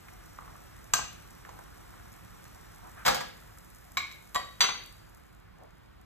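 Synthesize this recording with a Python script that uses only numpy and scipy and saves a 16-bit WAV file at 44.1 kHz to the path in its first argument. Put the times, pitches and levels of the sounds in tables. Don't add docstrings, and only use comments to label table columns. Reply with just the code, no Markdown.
import sys
import numpy as np
from scipy import signal
from scipy.fft import rfft, irfft, next_fast_len
from scipy.io import wavfile

SR = 44100
rng = np.random.default_rng(int(sys.argv[2]) if len(sys.argv) > 2 else 0)


def unload_audio(sound):
    columns = np.transpose(np.atleast_2d(sound))
    steps = np.round(np.clip(columns, -1, 1) * 32767)
    wavfile.write(sys.argv[1], SR, steps.astype(np.int16))


N = 266960

# (time [s], length [s], level [dB], centre [Hz])
SWISHES = [(0.371, 0.18, -56, 1000), (1.424, 0.23, -57.5, 820), (2.822, 0.089, -51, 970),
           (2.95, 0.1, -50, 1480), (5.564, 0.13, -54.5, 696)]
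TURN_DOWN_S, TURN_DOWN_TAKES_S = 3.13, 0.67
DRIP_START_S = 1.939


def amp(db):
    return 10 ** (np.asarray(db) / 20)


def unit(x):
    return x / np.sqrt(np.mean(x ** 2) + 1e-20)


def along(points, hz):
    f, v = np.transpose(points)
    return np.interp(np.log(hz + 1), np.log(f + 1), v)


def filtered(x, response):
    n = x.shape[-1]
    m = next_fast_len(n + SR // 4)
    spectrum = rfft(x, m) * response(np.fft.rfftfreq(m, 1 / SR))
    return irfft(spectrum, m)[..., :n]


def add(track, s, sound):
    i = max(round(s * SR), 0)
    track[..., i:i + sound.shape[-1]] += sound[..., :N - i]


def ramp(start_s, length_s):
    return np.clip((np.arange(N) / SR - start_s) / length_s, 0, 1)


def pair(n, apart):
    apart = np.clip(apart, 0, 1)
    common = np.sqrt(1 - apart) * rng.standard_normal(n)
    return common + np.sqrt(apart) * rng.standard_normal((2, n))


def noise(spectrum, n, apart):
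    return unit(filtered(pair(n, apart), lambda hz: amp(along(spectrum, hz))))


def kitchen(x, wet_db, apart=0.44, build_s=0.0016):
    # (frequency [Hz], t60 [s])
    decay = [(120, 1), (400, 0.5), (1000, 0.36), (2800, 0.58), (7000, 0.38), (14000, 0.24)]
    hz, t, z = signal.stft(pair(SR * 3 // 4, apart), SR, nperseg=256)
    fading = z * amp(-60 * t / along(decay, hz)[:, None])
    tail = signal.istft(fading, SR, nperseg=256)[1]
    tail = tail * (1 - np.exp(-np.arange(tail.shape[1]) / SR / build_s))
    tail = tail / np.linalg.norm(tail[0])
    echo = signal.fftconvolve(np.broadcast_to(x, (2, N)), tail, axes=1)[:, :N]
    return x + amp(wet_db) * echo


def bubble(hz, cycles, rise):
    t = np.arange(SR // 12) / SR
    age = t * hz / cycles
    pitch = hz * (1 + rise * (np.minimum(age, 1) - .15))
    phase = 2 * np.pi * np.cumsum(pitch) / SR
    return np.sin(phase) * np.exp(-np.log(1000) * age) * (1 - np.exp(-t / 0.00068))


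def boiling(blips_db=-10, count=200):
    # (frequency [Hz], spectral level [dB])
    rush = [(150, -27), (300, -2.5), (800, -2.5), (1350, -3.5), (2000, -8), (3000, -13.5), (5000, -18.5),
            (9000, -49)]
    blips = np.zeros(N)
    for when, pitch, size in rng.random((count, 3)):
        blip = bubble(700 * 3 ** pitch, cycles=42, rise=0.77)
        add(blips, when * N / SR, amp(12 * size) * blip)
    return noise(rush, N, apart=0.34) + amp(blips_db) * unit(kitchen(blips, wet_db=1.5))


def simmer(ticks_per_s=90, cool_ticks_per_s=35, tick_db=-4, spread_db=5, ticks_cool_db=2):
    # (frequency [Hz], spectral level [dB])
    fizz = [(1500, -29), (3500, -15.5), (5000, 0), (7000, 1), (13000, 1), (14500, 1.5), (15500, -13),
            (16000, -24)]
    boil_db, boil_eases_db, boil_cools_db = -56, 2.5, 3
    fizz_db, hiss_cools_db = -63.5, 12
    turned_down = ramp(TURN_DOWN_S, TURN_DOWN_TAKES_S)
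    cooled = ramp(4.883, 0.59)
    rate = ticks_per_s * (1 - cooled) + cool_ticks_per_s * cooled
    bursts = (rng.random(N) < rate / SR) * amp(spread_db * rng.standard_normal(N).clip(-3, 2))
    ticks = unit(signal.lfilter([1], [1, -np.exp(-1 / (0.0014 * SR))], bursts))
    hiss = amp(-hiss_cools_db * cooled) * noise(fizz, N, apart=0.021)
    crackle = amp(tick_db - ticks_cool_db * cooled) * ticks * noise(fizz, N, apart=0.028)
    boil = amp(-boil_eases_db * turned_down - boil_cools_db * cooled) * boiling()
    return amp(boil_db) * boil + amp(fizz_db) * (hiss + crackle)


def background():
    # (frequency [Hz], width [Hz], level [dB])
    jet = [(5730, 64, 0.5), (8100, 230, -6.5)]
    # (frequency [Hz], spectral level [dB])
    low_spectrum = [(20, -26.5), (30, -11.5), (40, 0.5), (50, 3), (80, -6), (110, -2.5), (135, -10),
                    (165, -4.5), (210, -11.5), (350, -13), (900, -53.5)]
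    jet_db, jet_closes_db = -70, 35
    rumble_db, rumble_eases_db = -53, 3
    turned_down = ramp(TURN_DOWN_S, TURN_DOWN_TAKES_S)

    def resonances(f):
        return sum(amp(db) / (1 + (2 * (f - hz) / width) ** 2) for hz, width, db in jet)

    whistle = unit(filtered(pair(N, .1), resonances))
    rumble = noise(low_spectrum, N, apart=0.24) * amp([[-1.2], [1.2]])
    whistle = amp(jet_db - jet_closes_db * turned_down) * whistle
    return whistle + amp(rumble_db - rumble_eases_db * turned_down) * rumble


def wash(hz, n):
    hump = [(hz / 8, -45), (hz / 3.1, -16), (hz, 0), (hz * 2.02, -20), (hz * 7, -55)]
    return noise(hump, n, apart=0.51)


def swirl_plops(count=3, over_swish_db=12, scatter_octaves=.25):
    plops = []
    for s, length, db, hz in SWISHES:
        if s < DRIP_START_S:
            for when, pitch in rng.random((count, 2)):
                plop_hz = hz * 2 ** (scatter_octaves * (2 * pitch - 1))
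                plops.append((s + length * when, db + over_swish_db, plop_hz))
    return plops


def drips(count=3, every_s=.0595, first_db=-43, loss_db=2.5, hz=1320):
    return [(DRIP_START_S + k * every_s, first_db - k * loss_db, hz) for k in range(count)]


def stirring(plop_db=2, splash_db=-7):
    # (time [s], level before plop_db [dB], nominal pitch [Hz])
    pockets = [(.084, -39.5, 1880), (.387, -32, 1200), (.478, -39, 1060), (.555, -41, 1166),
               (.9898, -23, 1070), (1.45, -39.5, 1640), (1.491, -40, 950), (1.59, -35.5, 882),
               (3.574, -44, 1340)]
    track, t = np.zeros((2, N)), np.arange(SR // 12) / SR
    for s, db, hz in list(pockets) + drips() + swirl_plops():
        splash = wash(hz, len(t)) * np.exp(-t / 0.0045)
        plop = bubble(hz, cycles=19.5, rise=0.34) + amp(splash_db) * splash
        add(track, s, amp(db + plop_db) * plop)
    for s, length, db, hz in SWISHES:
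        n = int(length * SR)
        swell = np.sqrt(np.hanning(n).clip(0))
        add(track, s, amp(db) * swell * wash(hz, n))
    return kitchen(track, wet_db=-8.5)


def struck(hits, modes, body, ring_db, body_db, body_t60, crack_db,
           crack_t60=0.0056, rattle_hz=38, attack_s=0.0009, size=128):
    track, t = np.zeros((2, N)), np.arange(SR // 2) / SR
    hz, db, t60 = np.transpose(modes)[:, :, None]

    def fade(life):
        return np.exp(-np.log(1000) * t / life) * (1 - np.exp(-t / attack_s))

    ringing = amp(db + ring_db) / np.linalg.norm(amp(db)) * fade(t60)
    clanging = amp(body_db) * fade(body_t60) + amp(crack_db) * fade(crack_t60)
    clanging = clanging[:SR // 8]
    wander_hz = rattle_hz * (hz / 2000) ** 0.2
    for s, level_db, hardness in hits:
        def tilt(f):
            return amp(hardness * np.log2(np.maximum(f, 400) / 2000))

        steps = rng.standard_normal((len(hz), len(t) // size + 1))
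        jostle = np.repeat(steps, size, axis=1)[:, :len(t)]
        turns = np.cumsum(hz + wander_hz * jostle, axis=1) / SR + rng.random(hz.shape)
        waves = np.sin((2 * np.pi * turns).astype("float32"))
        ring = np.sum(tilt(hz) * ringing * waves, axis=0)
        clang = clanging * filtered(noise(body, len(clanging), apart=0.15), tilt)
        add(track, s, amp(level_db) * ring)
        add(track, s, amp(level_db) * clang)
    return track


def rebounding(hits, loss_db, flight_s=.0048, softer_db_per_octave=2.67):
    again = [(s + flight_s, db - loss_db, hardness - softer_db_per_octave) for s, db, hardness in hits]
    return list(hits) + again


def skid(hit, count=3, lead_s=.0115, first_db=-13, grows_db=3.5):
    s, db, hardness = hit
    return [(s - lead_s * (1 - k / count), db + first_db + k * grows_db, hardness) for k in range(count)]


def ladle_clinks():
    # (time [s], relative level [dB], hardness [dB/octave])
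    hits = [(.9362, -8, 1), (.9895, -29, -5), (1.491, -40, -3), (2.452, -42.5, -3.5)]
    # (mean frequency [Hz], relative level [dB], t60 [s])
    modes = [(1068, -3, 0.046), (1246, -1, 0.039), (1556, -4.5, 0.068), (1693, -2.5, 0.037),
             (2523, -5, 0.029), (2886, -6, 0.055), (4280, -11, 0.05), (4240, -7.5, 0.073),
             (5560, -11.5, 0.034), (6160, -7, 0.048), (6310, 1.5, 0.036), (7380, -7, .04),
             (7480, -1.5, 0.034), (12000, -8.5, 0.045), (13000, -14.5, 0.04)]
    # (frequency [Hz], spectral level [dB])
    body = [(60, -13.5), (130, 2), (330, -20.5), (600, -5.5), (1050, -0.5), (1900, -7.5), (3000, -11.5),
            (4200, -4), (5300, -7.5), (6600, -4), (7700, -5.5), (10000, -24), (13000, -14.5), (16000, -32)]
    clink = struck(rebounding(hits, loss_db=12), modes, body, ring_db=-6.5, body_db=-13.5,
                   body_t60=0.046, crack_db=-2.5, crack_t60=0.012, rattle_hz=65)
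    return kitchen(clink, wet_db=-4.0) * amp([[.5], [-.5]])


def ladle_laid_aside():
    # (time [s], relative level [dB], hardness [dB/octave])
    hits = [(3.0622, -16, 0.5), (3.0797, -14.5, 0), (3.1455, -27, 3), (3.206, -30.5, 0)]
    # (mean frequency [Hz], relative level [dB], t60 [s])
    modes = [(517, -5.5, 0.079), (710, -6, 0.088), (823, -3, 0.082), (952, -4.5, 0.11), (1273, -9, 0.055),
             (1655, -7, 0.11), (2170, -8.5, 0.047), (3440, -11.5, 0.051), (4710, -9, 0.13),
             (6600, -11.5, 0.047)]
    # (frequency [Hz], spectral level [dB])
    body = [(35, -40), (130, -9.5), (330, -12.5), (600, -3.5), (1050, -1), (1900, -6.5), (2800, -10.5),
            (3700, -9.5), (5300, -11), (6600, -16.5), (7700, -15.5), (10000, -25), (13000, -17.5),
            (16000, -33.5)]
    landing = rebounding(hits, loss_db=3.5) + skid(hits[0])
    clatter = struck(landing, modes, body, ring_db=-3, body_db=-4, body_t60=0.08,
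                     crack_db=-5, rattle_hz=34.3, attack_s=0.0005)
    return kitchen(clatter, wet_db=-4.5) * amp([[.1], [-.1]])


def knob():
    # (time [s], relative level [dB], hardness [dB/octave])
    hits = [(3.9704, -17.5, 0), (3.994, -37, 2), (4.113, -41.5, 2.6)]
    # (mean frequency [Hz], relative level [dB], t60 [s])
    modes = [(1095, -3, 0.083), (1150, -3, 0.033), (2190, -9.5, 0.27), (2243, -4, 0.043), (2303, -14, 0.23),
             (2960, -30, 0.092), (3830, -7, 0.027), (3904, -11.5, 0.14), (4180, -13, 0.1),
             (5938, -18, 0.11), (7400, -12, 0.068), (12080, -15, 0.045)]
    # (frequency [Hz], spectral level [dB])
    body = [(60, 3.5), (130, -2.5), (330, -4.5), (600, 1), (1050, -0.5), (1900, 5), (3700, -2),
            (5300, -2.5), (6600, -8), (7700, -8), (10000, -26), (13000, -24), (16000, -32)]
    tick = struck(hits, modes, body, ring_db=-1.0, body_db=-10.0, body_t60=0.075,
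                  crack_db=-3.0, rattle_hz=57.3)
    return kitchen(tick, wet_db=-5.5)


def valve():
    # (time [s], relative level [dB], hardness [dB/octave])
    hits = [(4.3463, -34, 4.5), (4.353, -28.5, -2), (4.3595, -25, -2)]
    # (mean frequency [Hz], relative level [dB], t60 [s])
    modes = [(721, -2, .11), (1031, -2, .1), (1125, 1, .1), (1938, -8, .2), (2207, -13, .11),
             (3117, -10, .13), (3295, -10, .13), (3825, -10, .22), (7442, -13, .13), (9456, -19, .12),
             (11418, -17, .1), (4480, -10.5, .18), (4570, -14, .25)]
    # (frequency [Hz], spectral level [dB])
    body = [(60, -12), (130, -19), (330, -11.5), (600, -7.5), (1050, -2.5), (1900, -8), (3700, -13),
            (5300, -14), (6600, -14.5), (7700, -16), (10000, -33), (13000, -22), (16000, -47.5)]
    clunk = struck(hits, modes, body, ring_db=3, body_db=-5.5, body_t60=0.076,
                   crack_db=11.5, rattle_hz=33.3)
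    return kitchen(clunk, wet_db=-6.5)


def latch():
    # (time [s], relative level [dB], hardness [dB/octave])
    hits = [(4.606, -14.5, .5), (4.618, -20.5, -2.5), (4.638, -20.5, -3.5), (4.687, -26, -5)]
    # (mean frequency [Hz], relative level [dB], t60 [s])
    modes = [(1015, -3.5, .11), (1117, -6, .11), (1550, -10, .13), (2030, -2.5, .13), (2234, -10, .14),
             (2450, -15, .12), (2756, -12, .14), (3163, -8, .15), (3564, -8, .15), (3873, -3, .15),
             (6409, -8, .25), (7660, -8, .08), (7900, -10, .07), (9434, -9, .1), (11400, -20, .1),
             (4520, 2, .2), (4560, -18, .75), (5981, 2, .16)]
    # (frequency [Hz], spectral level [dB])
    body = [(60, -15), (130, -17.5), (330, -13.5), (600, -4), (1050, 1.5), (1900, -1), (3700, 0), (4600, 2),
            (5300, -11), (6600, -16), (7900, -10), (10300, -36.5), (13000, -15.5), (16000, -37)]
    snap = struck(hits, modes, body, ring_db=-1, body_db=-5.0, body_t60=0.14,
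                  crack_db=-2.0, rattle_hz=34.5)
    return kitchen(snap, wet_db=-6)


def stove():
    return (knob() + valve() + latch()) * amp([[.6], [-.6]])


def scene():
    return simmer() + background() + stirring() + ladle_clinks() + ladle_laid_aside() + stove()


def record(dry, low_cut_hz=36, top_hz=15800):
    # (frequency [Hz], lead of the left [rad])
    ports = [(0, -1), (70, -0.7), (130, -1.32), (300, -3), (1000, -4.5), (1200, -6.5), (2700, -4.5),
             (3800, -5.5), (4900, -2.5), (6400, -1), (7500, 0.5), (9500, 2.5), (10300, 3.5), (11900, 7.5),
             (12900, 5.5), (14500, -3)]

    def response(hz):
        lead = np.interp(hz, *np.transpose(ports))
        band = (hz < top_hz) / np.sqrt(1 + (low_cut_hz / (hz + 1)) ** 8)
        return np.exp(.5j * np.array([lead, -lead])) * band

    return filtered(dry, response)


dry = scene()
out = record(dry)
unload_audio(out)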